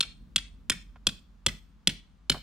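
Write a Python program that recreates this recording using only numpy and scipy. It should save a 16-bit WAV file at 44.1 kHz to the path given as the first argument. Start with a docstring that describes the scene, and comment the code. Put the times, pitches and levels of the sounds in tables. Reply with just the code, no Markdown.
"""A club hammer drives a steel tent peg into a lawn, a few metres off: seven blows, about 0.4 s apart.
Each blow chatters on the peg, rebounds within 5 ms and thuds the turf. A parked camper van, then a
hedge, throw the clank back; the steel rings on faintly. Grit crunches at the peg after some blows.
The thud grows as the peg goes deeper, while a low outdoor rumble eases off under a faint hiss."""
import sys
import numpy as np
from scipy import signal
from scipy.fft import rfft, irfft
from scipy.io import wavfile
from scipy.ndimage import uniform_filter1d

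SR = 44100
rng = np.random.default_rng(int(sys.argv[2]) if len(sys.argv) > 2 else 0)


def master_out(mix):
    """Clip the mix to full scale and print it as 16-bit PCM to the path in sys.argv[1]."""
    frames = np.transpose(np.atleast_2d(mix))
    ceiling = np.clip(frames, -1, 1)
    pcm = np.round(ceiling * 32767).astype(np.int16)
    wavfile.write(sys.argv[1], SR, pcm)


N = 106986

# Hammer blows. Each row: start in seconds, clank gain in dB, rebound delay in seconds, rebound, body,
# bite and treble gains in dB, main mode in Hz, then main mode, thud, echo and head ring gains in dB.
BLOWS = [(.0062, -2, 0.0039, -2, -0.5, 2.5, -1.5, 3242, -5.5, -19, 0, -29),
         (0.3602, 2, 0.0036, -3.5, -5.5, 2.5, -2.5, 3356, -2.5, -10.5, -3, -28),
         (0.698, 1.5, .0042, -6, -0.5, -2.5, 1, 3186, -3, -3.5, -.5, -7.5),
         (1.0686, -1.5, .0022, -1, -2, 2.5, 0.5, 3348, 4, -1.5, -4.5, -9),
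         (1.4634, -.5, 0.0028, -4.5, 2, 0.5, 1.5, 3400, -1.5, 1.5, -3, -3.5),
         (1.8731, -1, .0028, -3, 3, 2, 4.5, 3420, 1.5, 0, -3, -24),
         (2.2976, -1.5, 0.0022, -1, 1.5, 1.5, 0.5, 3040, 1, 3, -1, -0.5)]
# Peg modes, damped by hand and soil. Each row: frequency in Hz, relative level in dB, T60 in seconds.
PEG_MODES = [(1111, -18, 0.0047), (2577, -17, 0.042), (3175, -9, 0.036), (3549, -8, 0.03), (4220, -5, 0.02),
             (5305, -9.5, 0.021), (7125, -9, 0.021), (8536, -17, 0.031), (9565, -22, 0.03),
             (10933, -14.5, 0.024), (13140, -28.5, 0.029)]
# Lasting steel modes. Each row: frequency in Hz, relative level in dB, T60 in seconds.
STEEL_MODES = [(3260, -8, 0.41), (3610, -2.5, .3), (4090, -7, .26), (5320, -7.5, .3), (7240, -13.5, .28),
               (8377, -14, .25), (8560, -13, 0.45)]
# Turf modes. Each row: delay in seconds, frequency in Hz, relative level in dB, T60 in seconds.
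TURF_MODES = [(0.003, 47, -39, 0.38), (0.0023, 207, -28, .07), (.0015, 350, -30, 0.043),
              (0.0024, 540, -38.5, 0.048), (.013, 135, -24, 0.023)]
# Grit crunches. Each row: start, rise and decay in seconds, level in dB, band centre in Hz.
CRUNCHES = [(.049, 0.0016, 0.0049, -51.5, 390), (.958, .0015, 0.0056, -44.5, 910),
            (.735, .003, 0.0041, -45.5, 910), (2.332, 0.021, 0.013, -38.5, 640)]
# Noise spectra. Each row: frequency in Hz, relative density in dB.
CHATTER_SPECTRUM = [(200, -15.5), (500, -13.5), (750, -26), (1050, -7.5), (1800, -7), (3200, -1),
                    (4300, -1.5), (5500, -5), (7300, -9), (9500, -12), (12000, -22.5), (14000, -26),
                    (16000, -51)]
SOIL_SPECTRUM = [(30, -9), (100, -3.5), (170, 2), (330, -12.5), (600, -22.5), (1500, -35)]
RUMBLE_SPECTRUM = [(12, -33), (25, -18.5), (36, -4), (47, 7), (60, -4), (80, -10.5), (114, -16.5),
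                   (150, -12), (216, -11.5), (280, -20), (380, -31), (544, -37.5), (700, -45), (910, -59.5)]
HISS_SPECTRUM = [(300, -6), (700, -3), (1200, 0), (2000, -8), (3500, -10), (7000, -18), (10000, -28),
                 (16000, -44)]
# Reflector responses. Each row: frequency in Hz, gain in dB.
VAN_RESPONSE = [(150, -18.5), (700, -16), (2000, -3.5), (3300, -11), (4200, -12.5), (5400, -13),
                (7000, -17), (10000, -14.5), (15000, -33.5)]
HEDGE_RESPONSE = [(150, -17), (700, -16.5), (1300, -17.5), (2200, -12.5), (3300, -21.5), (4200, -20.5),
                  (5400, -20), (7000, -23), (10000, -20), (12500, -21), (15000, -37.5)]
# Hedge scatter decay. Each row: frequency in Hz, T60 in seconds.
HEDGE_DECAY = [(200, 0.21), (1000, .36), (3000, 0.41), (7000, 0.4), (13000, 0.14)]
# Rumble envelope. Each row: time in seconds, level in dB.
RUMBLE_ENVELOPE = [(0, -49.5), (.85, -52), (1.3, -55), (1.701, -56.5), (2.42, -58)]
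# Microphone port phase. Each row: frequency in Hz, lag of the left port in radians.
PORT_LAG = [(20, 1), (400, 0.36), (1400, 0.1), (3300, 0.75), (5200, 1.38), (7000, 1.35), (9000, 1.2),
            (12000, 1.95)]
# Microphone port balance. Each row: frequency in Hz, left minus right in dB.
PORT_BALANCE = [(100, 3), (1200, -2.5), (3300, 2), (5500, -2), (7000, -2.5), (9000, -9), (14000, 1.5)]

STEEL_RISE_S, TURF_RISE_S = 0.00052, 0.0025


def peg_clank(rebound_s, rebound_db, body_db, bite_db, treble_db, main_hz, main_db):
    """The hammer lands, rebounds and lands again; each contact chatters and rings the peg."""
    modes_db, chatter_db, chatter_s, detune = -14, -14.5, 0.003, 0.0061
    t = np.arange(SR // 6) / SR
    out = np.zeros(len(t))
    chatter_envelope = np.minimum(t / STEEL_RISE_S, 1) * np.exp(-(t / chatter_s) ** 2)
    for start_s, contact_db in [(0, 0), (rebound_s, rebound_db)]:
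        modes = np.zeros(len(t))
        for hz, db, t60_s in PEG_MODES:
            detuned_hz = hz * (1 + detune * rng.standard_normal())
            modes += ring(t, detuned_hz, db, t60_s) * rng.choice([-1, 1])
        chatter = noise(CHATTER_SPECTRUM, len(t)) * chatter_envelope
        add(out, start_s, amp(contact_db) * (amp(modes_db) * modes + amp(chatter_db) * chatter))
    out += ring(t, main_hz, main_db - 15.5, t60_s=0.038)
    return colour(out, [(1700, body_db), (3200, 0), (4200, bite_db), (5500, treble_db)])


def steel_ring(head_db):
    """Thin, wavering after-ring of the peg, plus one high mode of the hammer head."""
    modes_db, detune, waver_depth, waver_s = -50.5, 0.0021, 0.99, 0.02
    t = np.arange(SR // 2) / SR
    modes = [ring(t, hz * (1 + detune * rng.standard_normal()), modes_db + db, t60_s)
             for hz, db, t60_s in STEEL_MODES]
    waver = unit(uniform_filter1d(rng.standard_normal((len(modes), len(t))), round(waver_s * SR)))
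    head = ring(t, hz=12110, db=head_db - 57.5, t60_s=0.55)
    return (modes * (1 + waver_depth * waver)).sum(0) + head


def turf_thud():
    """The peg shoves the turf, which bounces and settles."""
    soil_db, soil_decay_s = -35, 0.036
    t = np.arange(SR // 3) / SR
    modes = sum(ring(t - delay_s, hz, db, t60_s, TURF_RISE_S) for delay_s, hz, db, t60_s in TURF_MODES)
    soil_envelope = np.minimum(t / TURF_RISE_S, 1) * np.exp(-t / soil_decay_s)
    return modes + amp(soil_db) * noise(SOIL_SPECTRUM, len(t)) * soil_envelope


def grit_crunch(grain_db=6.5):
    """Grit and grass rub where the peg shifts: bursts of grainy band noise."""
    t, out = np.arange(N) / SR, np.zeros(N)
    for start_s, rise_s, decay_s, db, centre_hz in CRUNCHES:
        white = rng.standard_normal(N)
        grains = white * amp(grain_db * unit(uniform_filter1d(rng.standard_normal(N), size=60)))
        offset_octaves = np.log2((np.fft.rfftfreq(N, 1 / SR) + 1) / centre_hz)
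        friction = unit(irfft(rfft(grains) * np.exp(-offset_octaves ** 2 / 2), N))
        attack = np.clip((t - start_s) / rise_s, 0, 1)
        decay = np.exp(-np.maximum(t - start_s - rise_s, 0) / decay_s)
        out += amp(db) * attack * decay * friction
    return out


def grass_scatter(x, gain_db=-13.5, peak_s=0.0016):
    """Quick reflections off the lawn, different in each channel."""
    t = np.arange(SR // 40) / SR
    taps = rng.standard_normal((2, len(t))) * t * np.exp(-2 * t / peak_s)
    return amp(gain_db) * signal.fftconvolve(x[None], taps / np.linalg.norm(taps[0]), axes=1)[:, :N]


def van_echo(x, spread_s=0.0097):
    """Short cluster of reflections off the side of the van."""
    t = np.arange(SR // 20) / SR
    taps = rng.standard_normal(len(t)) * np.exp(-(t / spread_s) ** 2)
    return colour(signal.fftconvolve(x, taps / np.linalg.norm(taps)), VAN_RESPONSE)


def hedge_echo(x):
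    """Diffuse scatter off the bushes; it thins beyond the hedge, and the top treble dies first."""
    hedge_end_s, drop_db, left_bias_db = 0.105, -5, 1
    white = pair(*rng.standard_normal((2, SR * 2 // 3)), correlation=0.26)
    hz, t, spectrum = signal.stft(white, SR, nperseg=256)
    decay_db = drop_db * (t > hedge_end_s) - 60 * t / read(HEDGE_DECAY, hz)[:, None]
    tail = signal.istft(spectrum * amp(decay_db), SR, nperseg=256)[1]
    echo = signal.fftconvolve(x[None], tail / np.linalg.norm(tail[0]), axes=1)
    return colour(echo, HEDGE_RESPONSE) * amp([[left_bias_db / 2], [-left_bias_db / 2]])


def outdoor_air(hiss_db=-73):
    """Low rumble that eases off, and a faint far hiss."""
    rumble_db = np.interp(np.arange(N) / SR, *np.transpose(RUMBLE_ENVELOPE))
    rumble = pair(noise(RUMBLE_SPECTRUM), noise(RUMBLE_SPECTRUM), correlation=0.84)
    hiss = pair(noise(HISS_SPECTRUM), noise(HISS_SPECTRUM), correlation=0.43)
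    return amp(rumble_db) * rumble + amp(hiss_db) * hiss


def microphone_ports(x):
    """Near sound reaches the right port first; the balance varies with frequency."""
    hz = np.fft.rfftfreq(2 * N, 1 / SR)
    spectrum, balance = rfft(x, 2 * N), amp(read(PORT_BALANCE, hz) / 2)
    left = spectrum * balance * np.exp(-1j * read(PORT_LAG, hz))
    return irfft(np.array([left, spectrum / balance]))[:, :N]


def ring(t, hz, db, t60_s, rise_s=STEEL_RISE_S):
    """One decaying mode, silent before t = 0."""
    t = np.maximum(t, 0)
    return amp(db - 60 * t / t60_s) * np.minimum(t / rise_s, 1) * np.sin(2 * np.pi * hz * t)


def noise(points, size=N):
    """Noise of rms 1 with a (Hz, dB) spectrum."""
    gain = amp(read(points, np.fft.rfftfreq(size, 1 / SR)))
    return unit(irfft(rfft(rng.standard_normal(size)) * gain, size))


def colour(x, points, size=2048):
    """Causal filter with a (Hz, dB) response."""
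    log_gain = np.log(amp(read(points, abs(np.fft.fftfreq(size, 1 / SR)))))
    taps = np.fft.ifft(np.exp(signal.hilbert(log_gain).conj())).real[:size // 2]
    return signal.fftconvolve(x, np.array(taps, ndmin=x.ndim), axes=-1)[..., :x.shape[-1]]


def pair(a, b, correlation):
    """Stereo from two independent signals."""
    return np.array([a, correlation * a + np.sqrt(1 - correlation ** 2) * b])


def read(points, hz):
    """Table lookup on a log-frequency axis."""
    points_hz, values = np.transpose(points)
    return np.interp(np.log(hz + 1), np.log(points_hz + 1), values)


def add(mix, start_s, sound):
    """Mixes a sound in place."""
    part = mix[..., round(start_s * SR):][..., :sound.shape[-1]]
    part += sound[..., :part.shape[-1]]


def amp(db):
    """Decibels to gain."""
    return 10 ** (np.asarray(db) / 20)


def unit(x):
    """Scales to rms 1."""
    return x / np.sqrt(np.mean(x ** 2) + 1e-20)


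def scene():
    """Blows and echoes over grit and open air, in stereo."""
    van_delay_s, hedge_delay_s = 0.018, 0.022
    near, far = grit_crunch(), outdoor_air()
    for start_s, clank_db, *clank_shape, thud_db, echo_db, head_db in BLOWS:
        clank = amp(clank_db) * peg_clank(*clank_shape)
        add(near, start_s, clank)
        add(near, start_s, steel_ring(head_db))
        add(near, start_s, amp(thud_db) * turf_thud())
        add(near, start_s + van_delay_s, amp(echo_db) * van_echo(clank))
        add(far, start_s + hedge_delay_s, amp(echo_db) * hedge_echo(clank))
    return microphone_ports(near) + grass_scatter(near) + far


def record(dry, ceiling=0.9, cutoff_hz=16400):
    """Soft peak limiter, then low-pass."""
    rounded = dry / (1 + (dry / ceiling) ** 4) ** 0.25
    lowpass = signal.firwin(511, cutoff_hz, window=("kaiser", 9), fs=SR)
    return signal.oaconvolve(rounded, lowpass[None], "same")


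dry = scene()
out = record(dry)
master_out(out)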